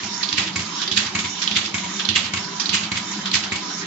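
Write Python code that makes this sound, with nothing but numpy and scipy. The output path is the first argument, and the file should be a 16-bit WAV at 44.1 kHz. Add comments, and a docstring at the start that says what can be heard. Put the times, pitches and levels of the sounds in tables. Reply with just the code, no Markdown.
"""Paper folding machine in a workshop

A hand-held stereo microphone has the machine a little to its right, its direct sound above the room echo.
Each 0.59 s cycle: a metal clack with a rebound, the sheet is fed, ticks and snaps through the fold plates,
slaps through the rollers and drops out, all as shaped noise grains; metal stop and frame ring as modes.
Under it motor, belts, frame and suction drone and hiss: filtered noise that rises and falls with the cycle.
"""
import sys
import numpy as np
from scipy import signal
from scipy.io import wavfile

SR = 44100
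rng = np.random.default_rng(int(sys.argv[2]) if len(sys.argv) > 2 else 0)


def store_pcm(level_fs):
    """Save levels as 16-bit WAV."""
    pcm = np.round(np.clip(level_fs, -1, 1) * 32767).astype(np.int16)
    wavfile.write(sys.argv[1], SR, np.atleast_2d(pcm).T)


N = 170226  # samples
CYCLE_S, FIRST_CLACK_S = .5922, -.0335


def amp(db):
    """dB to gain."""
    return 10 ** (np.asarray(db) / 20)


def rms_one(x):
    """Scale to rms 1."""
    return x / np.sqrt(np.mean(x ** 2) + 1e-20)


def at_hz(points, hz):
    """Read a table on a log-frequency axis."""
    table_hz, values = np.transpose(points)
    return np.interp(np.log(hz), np.log(table_hz), values)


def in_cycle(points):
    """A curve repeated every machine cycle."""
    return np.interp((np.arange(N) / SR - FIRST_CLACK_S) % CYCLE_S, *np.transpose(points))


def drift(rate):
    """Slow random curve of rms 1: noise through two equal poles at rate Hz."""
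    step = 40  # samples between the computed points
    r = np.exp(-2 * np.pi * rate * step / SR)
    noise = rng.standard_normal(N // step + 2002)
    slow = signal.lfilter([1], [1, -2 * r, r * r], noise)[2000:]
    return np.interp(np.arange(N) / step, np.arange(len(slow)), rms_one(slow))


def ring(clicks, hz, t60):
    """Two-pole resonance: a unit click sets a decaying sine of height 1 ringing."""
    r, w = amp(-60 / (t60 * SR)), 2 * np.pi * hz / SR
    return signal.lfilter([0, np.sin(w)], [1, -2 * r * np.cos(w), r * r], clicks + 1e-18)


# How alike the two sides of the microphone hear each pitch. Each row: frequency in Hz, likeness from 0 to 1.
LIKENESS_BY_PITCH = [(40, .75), (100, .95), (200, .96), (310, .88), (450, .2), (1000, .5), (2200, .2),
                     (3000, .25), (5000, .0)]
# How far each pitch leans to one side. Each row: frequency in Hz, left against right in dB.
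LEAN_BY_PITCH = [(100, 0.0), (180, -0.5), (310, -0.5), (530, 1.0), (920, 1.0), (1600, 0.0), (2760, -3.5),
                 (4770, -8.0), (8240, -7.5)]


def placed(mid, side, hz):
    """Middle and side signals become a stereo pair with the likeness and lean of that pitch."""
    alike = np.clip(at_hz(LIKENESS_BY_PITCH, hz), 0, 1)
    lean = amp(at_hz(LEAN_BY_PITCH, hz) * np.array([[.5], [-.5]]))
    return lean * (np.sqrt(1 + alike) * mid + np.sqrt(1 - alike) * side * [[1], [-1]])


def bank(source, low_hz):
    """Third-octave stereo bands of two middle-side pairs taken in turn, and the band centres in Hz."""
    edges = low_hz * 2 ** np.arange(0, np.log2(8500 / low_hz), 1 / 3)
    hz = np.sqrt(edges[1:] * edges[:-1])
    bands = []
    for k, centre in enumerate(hz):
        sos = signal.butter(2, edges[k:k + 2], "band", fs=SR, output="sos")
        mid, side = signal.sosfilt(sos, source[k % 2])
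        bands.append(placed(mid, side, centre))
    return hz, np.array(bands)


# Spectrum of belts and rollers. Each row: frequency in Hz, relative level in dB per Hz.
DRONE_SPECTRUM = [(30, -8), (62, -29), (110, -23), (160, -17), (250, -9), (395, -12), (480, -20),
                  (620, -13.5), (960, -7.5), (1600, -9), (2500, -12), (3800, -9.5), (6600, -13),
                  (7600, -13)]
# Treble level of the belt hiss over a cycle. Each row: time into the cycle in seconds, level in dB.
TRAVEL_CURVE = [(0, -3), (.04, 1), (.11, -1), (.2, 1.5), (.27, 2.5), (.33, 0), (.45, 1), (.54, -4),
                (.5922, -3)]
DRONE_DB, DRONE_PATCHY_DB, FLUTTER_DB = -32.0, 3.2, 1.0


def drone():
    """Belts and rollers: broad fluttering noise that breathes with the travel of the sheet, most in the treble."""
    hz, bands = bank(rng.standard_normal((2, 2, N)), 42)
    travel_db = in_cycle(TRAVEL_CURVE) + FLUTTER_DB * drift(40)
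    travel_share = np.clip(np.log2(hz / 500) / 3.0, 0, 1.5)
    out = 0
    for centre, share, band in zip(hz, travel_share, bands):
        level_db = at_hz(DRONE_SPECTRUM, centre) + DRONE_PATCHY_DB * drift(12) + travel_db * share
        out = out + amp(level_db) * band
    return amp(DRONE_DB) * rms_one(out)


def resonant_noise(table, waver_db, wander):
    """Noise twice through narrow resonances that waver in level and wander in pitch."""
    out = 0
    for hz, width, db in table:
        read = np.cumsum(1 + wander * drift(3)) % (N - 1)  # uneven reading speed bends the pitch
        pair = []
        for noise in rng.standard_normal((2, N)):
            tone = ring(ring(noise, hz, 2.2 / width), hz, 2.2 / width)
            pair.append(rms_one(np.interp(read, np.arange(N), tone)))
        out = out + amp(db + waver_db * drift(5)) * placed(*pair, hz)
    return out


# Housing resonances the motor keeps ringing. 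Each row: frequency in Hz, width in Hz, level in dB.
HOUSING_HUMS = [(192, 40, -44), (210, 35, -46), (308, 60, -49), (382, 40, -51), (1215, 60, -53),
                (2226, 50, -53), (3090, 80, -51)]


def motor_hums():
    """The motor as noise through housing resonances."""
    return resonant_noise(HOUSING_HUMS, waver_db=2.5, wander=.015)  # wander: share of pitch


# Whistling air of the suction feed. Each row: frequency in Hz, width in Hz, level in dB before the pull.
SUCTION_WHISTLES = [(981, 25, -44), (3650, 90, -47), (4000, 100, -49), (5500, 250, -44), (6650, 700, -44)]
# Pull of the suction over a cycle. Each row: time into the cycle in seconds, level in dB.
PULL_CURVE = [(0, -12), (.07, -6), (.14, -1), (.21, 0), (.27, -3), (.36, -12), (.5922, -12)]


def suction():
    """Whistling air: resonant noise that swells at the same point of every cycle."""
    return amp(in_cycle(PULL_CURVE)) * resonant_noise(SUCTION_WHISTLES, waver_db=3.0, wander=.015)


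def struck(blows, modes):
    """Each blow (s, dB) rings every mode, its strength drawn apart for middle and side."""
    s, db = np.transpose(blows)
    out = 0
    for hz, level_db, t60 in modes:
        clicks = np.zeros((2, N))
        clicks[:, (s * SR).astype(int)] = amp(db + level_db + rng.normal(0, 1.5, (2, len(s))))
        mid, side = ring(clicks, hz, t60)
        quarter_period = int(SR / hz / 4)
        out = out + placed(mid, np.roll(side, quarter_period), hz)
    return out


def blows_of(rows, offset_db):
    """Times and levels of a table of events, as blows for struck."""
    return [(row[0], row[1] + offset_db) for row in rows]


# Modes of the frame. Each row: frequency in Hz, level in dB, 60 dB decay in seconds.
FRAME_MODES = [(97, -6, .25), (122, -7, .18), (185, -8, .2), (212, -6, .2), (255, -8, .12), (310, -7, .14),
               (385, -9, .12)]


def thumps():
    """The frame answers the heavier blows with a soft low knock."""
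    blows = (blows_of(CLACK_EVENTS, -13) + blows_of(REBOUND_AND_RATTLE_EVENTS, -14) + blows_of(SLAP_EVENTS, -21)
             + blows_of(SNAP_EVENTS, -21) + blows_of(DROP_EVENTS, -16))
    soft = signal.butter(2, [80, 300], "band", fs=SR)
    return signal.lfilter(*soft, struck(blows, FRAME_MODES))


# Modes of the struck stop. Each row: frequency in Hz, level in dB, 60 dB decay in seconds.
STOP_MODES = [(1100, -13, .15), (2000, -10, .03), (2222, 0, .085), (2530, -11, .1), (3070, -8, .05),
              (6600, -13, .07), (7200, -10, .05)]
SECOND_TOUCH_S, SECOND_TOUCH_DB = .0054, -3


def metal_stop():
    """Clacks, rebounds and small rattles ring the modes of the metal stop, touched twice in each blow."""
    blows = blows_of(CLACK_EVENTS, -11.5) + blows_of(REBOUND_AND_RATTLE_EVENTS, -17)
    second = [(s + SECOND_TOUCH_S, db + SECOND_TOUCH_DB) for s, db in blows]
    return struck(blows + second, STOP_MODES)


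GRAIN_DB, GRAINS_PER_S = 2.8, 6000
CLUMP_DB, CLUMPS_PER_S = 1.8, 120  # the crackle comes in uneven clumps


def grain_bands():
    """Dense random clicks of uneven strength, split into bands of equal level per Hz."""
    strength = amp(GRAIN_DB * np.minimum(rng.exponential(1, (2, 2, N)), 4))
    grains = strength * (rng.random((2, 2, N)) < GRAINS_PER_S / SR)
    clumps = np.array([drift(CLUMPS_PER_S), drift(CLUMPS_PER_S)])
    grains *= amp(CLUMP_DB * clumps)[:, None]
    hz, bands = bank(grains * rng.choice([-1, 1], (2, 2, N)) + 1e-18, 480)
    power = np.mean(bands.mean(axis=1) ** 2, axis=1)
    widths = np.diff(hz, prepend=hz[0] * 2 ** (-1 / 3))
    return hz, bands / np.sqrt(power / widths)[:, None, None]


SLOW_BELOW_HZ, SLOW_POWER, SLOW_LOSS_DB = 2000, .9, 5  # lower bands rise slower, last longer, lose dB per octave


def burst_shape(shape, hz, t):
    """A rise, then a quick fall and a slower workshop tail, for every band."""
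    lead, rise, t60, _, tail_db, tail_t60, _ = shape
    pace = np.minimum(hz / SLOW_BELOW_HZ, 1)[:, None, None] ** SLOW_POWER
    after = np.maximum(pace * t - rise - lead, 0)
    onset = np.minimum(pace * t / (rise + lead + 1e-4), 1) ** 2
    return onset * (amp(-60 * after / t60) + amp(tail_db - 60 * after / tail_t60))


COLOUR_SPREAD_DB, TREBLE_LOSS_DB = 2.0, 3
STRONGEST_DB, STRONGEST_OCTAVES = 5, .25  # lift around the strongest pitch of a sheet sound, and its width


def burst_colour(colour, hz, treble_change_db, pitch):
    """Band gains of one burst, with chance and pitch lift, set to unit power between 1.5 and 4.5 kHz."""
    gain_db = at_hz(colour, hz) + SLOW_LOSS_DB * np.log2(np.minimum(hz / SLOW_BELOW_HZ, 1))
    gain_db += COLOUR_SPREAD_DB * rng.standard_normal(len(hz))
    gain_db += (treble_change_db - TREBLE_LOSS_DB) * (hz > 4500)
    for strongest in pitch:
        gain_db += STRONGEST_DB * np.exp(-(np.log2(hz / strongest) / STRONGEST_OCTAVES) ** 2)
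    gain = amp(gain_db)
    middle = (hz > 1500) & (hz < 4500)
    return gain / np.sqrt(np.sum(gain[middle] ** 2 * hz[middle] * .23))  # .23: band width as a share of pitch


# Metal clacks. Each row: start in seconds, level in dB, treble against middle in dB, left against right in dB.
CLACK_EVENTS = [(0.5581, -14, -7, -3.0), (1.1503, -12, -10, -1.0), (1.7419, -13, -8, -1.0),
                (2.3356, -14, -11, -0.5), (2.9163, -13, -12, -4.0), (3.5194, -13, -13, -0.5)]
# Rebounds of the metal and small rattles. Each row: the same four columns and units as the clacks.
REBOUND_AND_RATTLE_EVENTS = [(0.0313, -21, -13, -3.0), (0.5921, -16, -13, -1.5), (1.1874, -14, -8, -4.0),
                             (1.2426, -14, -16, -3.5), (1.7794, -20, -10, -1.0), (1.8382, -21, -10, -2.0),
                             (2.3694, -18, -14, -2.0), (2.9512, -17, -9, -2.5), (2.9684, -20, -6, -3.5),
                             (3.5554, -19, -7, -2.5)]
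# The sheet is fed. Each row: the four columns of the clacks, then strongest pitch in Hz.
FEED_EVENTS = [(0.2294, -11, -11, -7.0, 4550), (0.817, -14, -13, -5.5, 3750), (1.4177, -10, -9, -7.0, 5070),
               (1.9944, -12, -9, -4.0, 3200), (2.598, -15, -9, -5.5, 4700), (3.2565, -14, -11, -5.0, 3610)]
# The sheet ticks in the fold plates. Each row: the five columns of the feeds.
TICK_EVENTS = [(0.2887, -13, -10, -7.0, 3980), (0.8779, -8, -10, -7.5, 3680), (1.476, -7, -19, -8.0, 3790),
               (2.0517, -12, -7, -9.0, 3900), (2.6579, -15, -8, -9.0, 3980), (3.3154, -14, -4, -3.5, 3930)]
# The fold snaps. Each row: the five columns of the feeds.
SNAP_EVENTS = [(0.3272, -12, -10, -4.0, 3610), (0.9148, -10, -4, -6.0, 3380),
               (1.5135, -13, -12, -6.0, 3100), (2.0887, -4, -12, -9.0, 3300),
               (2.6928, -11, -11, -6.5, 4900)]
# The sheet slaps through the rollers. 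Each row: the four columns of the clacks.
SLAP_EVENTS = [(0.381, -7, -14, -3.5), (0.9727, -9, -14, -3.0), (1.5643, -8, -12, -3.0),
               (2.1585, -6.5, -14, -4.5), (2.7377, -8, -14, -3.0), (3.3403, -6.5, -10, -3.0)]
# The sheet drops out. Each row: the four columns of the clacks.
DROP_EVENTS = [(0.4644, -22, -12, -2.0), (1.0544, -18, -13, -3.5), (1.6494, -20, -11, -3.5),
               (2.2444, -17, -15, -4.5), (2.8294, -20, -17, -3.5), (3.4294, -19, -16, -4.0)]
# Colours of metal, sheet, tick, crease and slap. Each row: frequency in Hz, relative level in dB per Hz.
METAL_COLOUR = [(500, -20), (1030, -7), (1740, -9), (2190, -2), (2480, -6), (5990, -11), (6790, -6),
                (7700, -11)]
SHEET_COLOUR = [(600, -24), (971, -8), (2290, -10), (2600, -9), (3260, -4), (5460, -7), (7700, -20)]
TICK_COLOUR = [(1500, -30), (2500, -12), (3700, 0), (4600, -5), (6000, -20)]
CREASE_COLOUR = [(600, -26), (1250, -29), (2020, -11), (3260, -2), (3880, -5), (5160, -4), (7700, -27)]
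SLAP_COLOUR = [(500, -17), (1080, -10), (1530, -10), (2260, -2.5), (3620, -2), (5920, -10), (6490, -4),
               (7700, -14)]
# Shape of each kind of burst, one row: lead-in in seconds, rise in seconds, 60 dB decay in seconds,
# level in dB, tail in dB, 60 dB decay of the tail in seconds, crack in dB.
CLACK_ENVELOPE = (.0, .0015, .04, -12, -5, .35, -8)
REBOUND_ENVELOPE = (.004, .004, .08, -13, -6, .3, -10)
FEED_ENVELOPE = (.004, .002, .1, -12, -6, .3, -4)
TICK_ENVELOPE = (.004, .0015, .02, -10, -13, .3, -1.5)
SNAP_ENVELOPE = (.002, .001, .035, -12.5, -4, .3, -2)
SLAP_ENVELOPE = (.016, .004, .08, -11, -5, .4, -5)
DROP_ENVELOPE = (.014, .012, .12, -11, -14, .2, -20)
EVENT_LEAN_DB = -3.5  # left-right value at which a burst keeps the lean of its pitches
BODY_FOLLOWS = .5  # share of a peak's excess that the grains follow; the crack follows all of it


def bursts():
    """Paper and contact noise: a crack, then dense grains under a rise, a quick fall and a slower tail."""
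    hz, bands = grain_bands()
    out, t = np.zeros((2, N)), np.arange(SR // 4) / SR
    impulse = np.zeros((2, 2, len(t))) + (t == 0) * [[1], [.5]]  # middle 1, side .5
    _, click = bank(impulse, 480)
    kinds = ((CLACK_EVENTS, METAL_COLOUR, CLACK_ENVELOPE), (REBOUND_AND_RATTLE_EVENTS, SLAP_COLOUR, REBOUND_ENVELOPE),
             (FEED_EVENTS, SHEET_COLOUR, FEED_ENVELOPE), (TICK_EVENTS, TICK_COLOUR, TICK_ENVELOPE),
             (SNAP_EVENTS, CREASE_COLOUR, SNAP_ENVELOPE), (SLAP_EVENTS, SLAP_COLOUR, SLAP_ENVELOPE),
             (DROP_EVENTS, SHEET_COLOUR, DROP_ENVELOPE))
    for rows, colour, envelope in kinds:
        lead, db, crack_db = envelope[0], envelope[3], envelope[6]
        shape = burst_shape(envelope, hz, t)
        usual_db, usual_treble_db = np.mean([row[1:3] for row in rows], axis=0)
        for s, peak_db, treble_db, pan_db, *pitch in rows:
            gain = burst_colour(colour, hz, treble_db - usual_treble_db, pitch)
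            i = max(int((s - lead) * SR), 0)
            part = bands[:, :, i:i + len(t)]
            length = part.shape[2]
            body = np.tensordot(gain, part * shape[:, :, :length], 1)
            body *= amp((BODY_FOLLOWS - 1) * (peak_db - usual_db))
            crack = np.roll(np.tensordot(gain, click, 1), int(lead * SR), axis=1)[:, :length]
            crack = amp(crack_db - db) * crack / np.abs(crack.mean(axis=0)).max()
            lean = amp((pan_db - EVENT_LEAN_DB) * np.array([[.5], [-.5]]))
            out[:, i:i + length] += amp(peak_db + db) * lean * (body + crack)
    return out


SHOP_T60_S, SHOP_DB, SHOP_LOW_HZ = .25, -9, 500


def workshop(x):
    """Dense echoes off walls and cabinets: decaying noise, different in each channel, without its bass."""
    t = np.arange(SR // 3) / SR
    echo = rng.standard_normal((2, len(t))) * amp(-60 * t / SHOP_T60_S) * (t > .003)
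    echo /= np.sqrt(np.sum(echo ** 2, axis=1))[:, None]
    echo = signal.lfilter(*signal.butter(2, SHOP_LOW_HZ, "high", fs=SR), echo)
    return x + amp(SHOP_DB) * signal.fftconvolve(x, echo, axes=1)[:, :N]


def scene():
    """The machine, all parts, in its room."""
    background = drone() + motor_hums() + suction()
    return workshop(background + thumps() + metal_stop() + bursts())


MIC_LOW_HZ, CUTOFF_HZ = 80, 7600


def record(dry):
    """The microphone drops the deep bass, peaks are rounded, the top is cut."""
    thin = signal.sosfilt(signal.butter(3, MIC_LOW_HZ, "high", fs=SR, output="sos"), dry)
    rounded = 1.1 * np.tanh(thin / 1.1)
    return signal.sosfilt(signal.ellip(10, .5, 60, CUTOFF_HZ, fs=SR, output="sos"), rounded)


dry = scene()
out = record(dry)
store_pcm(out)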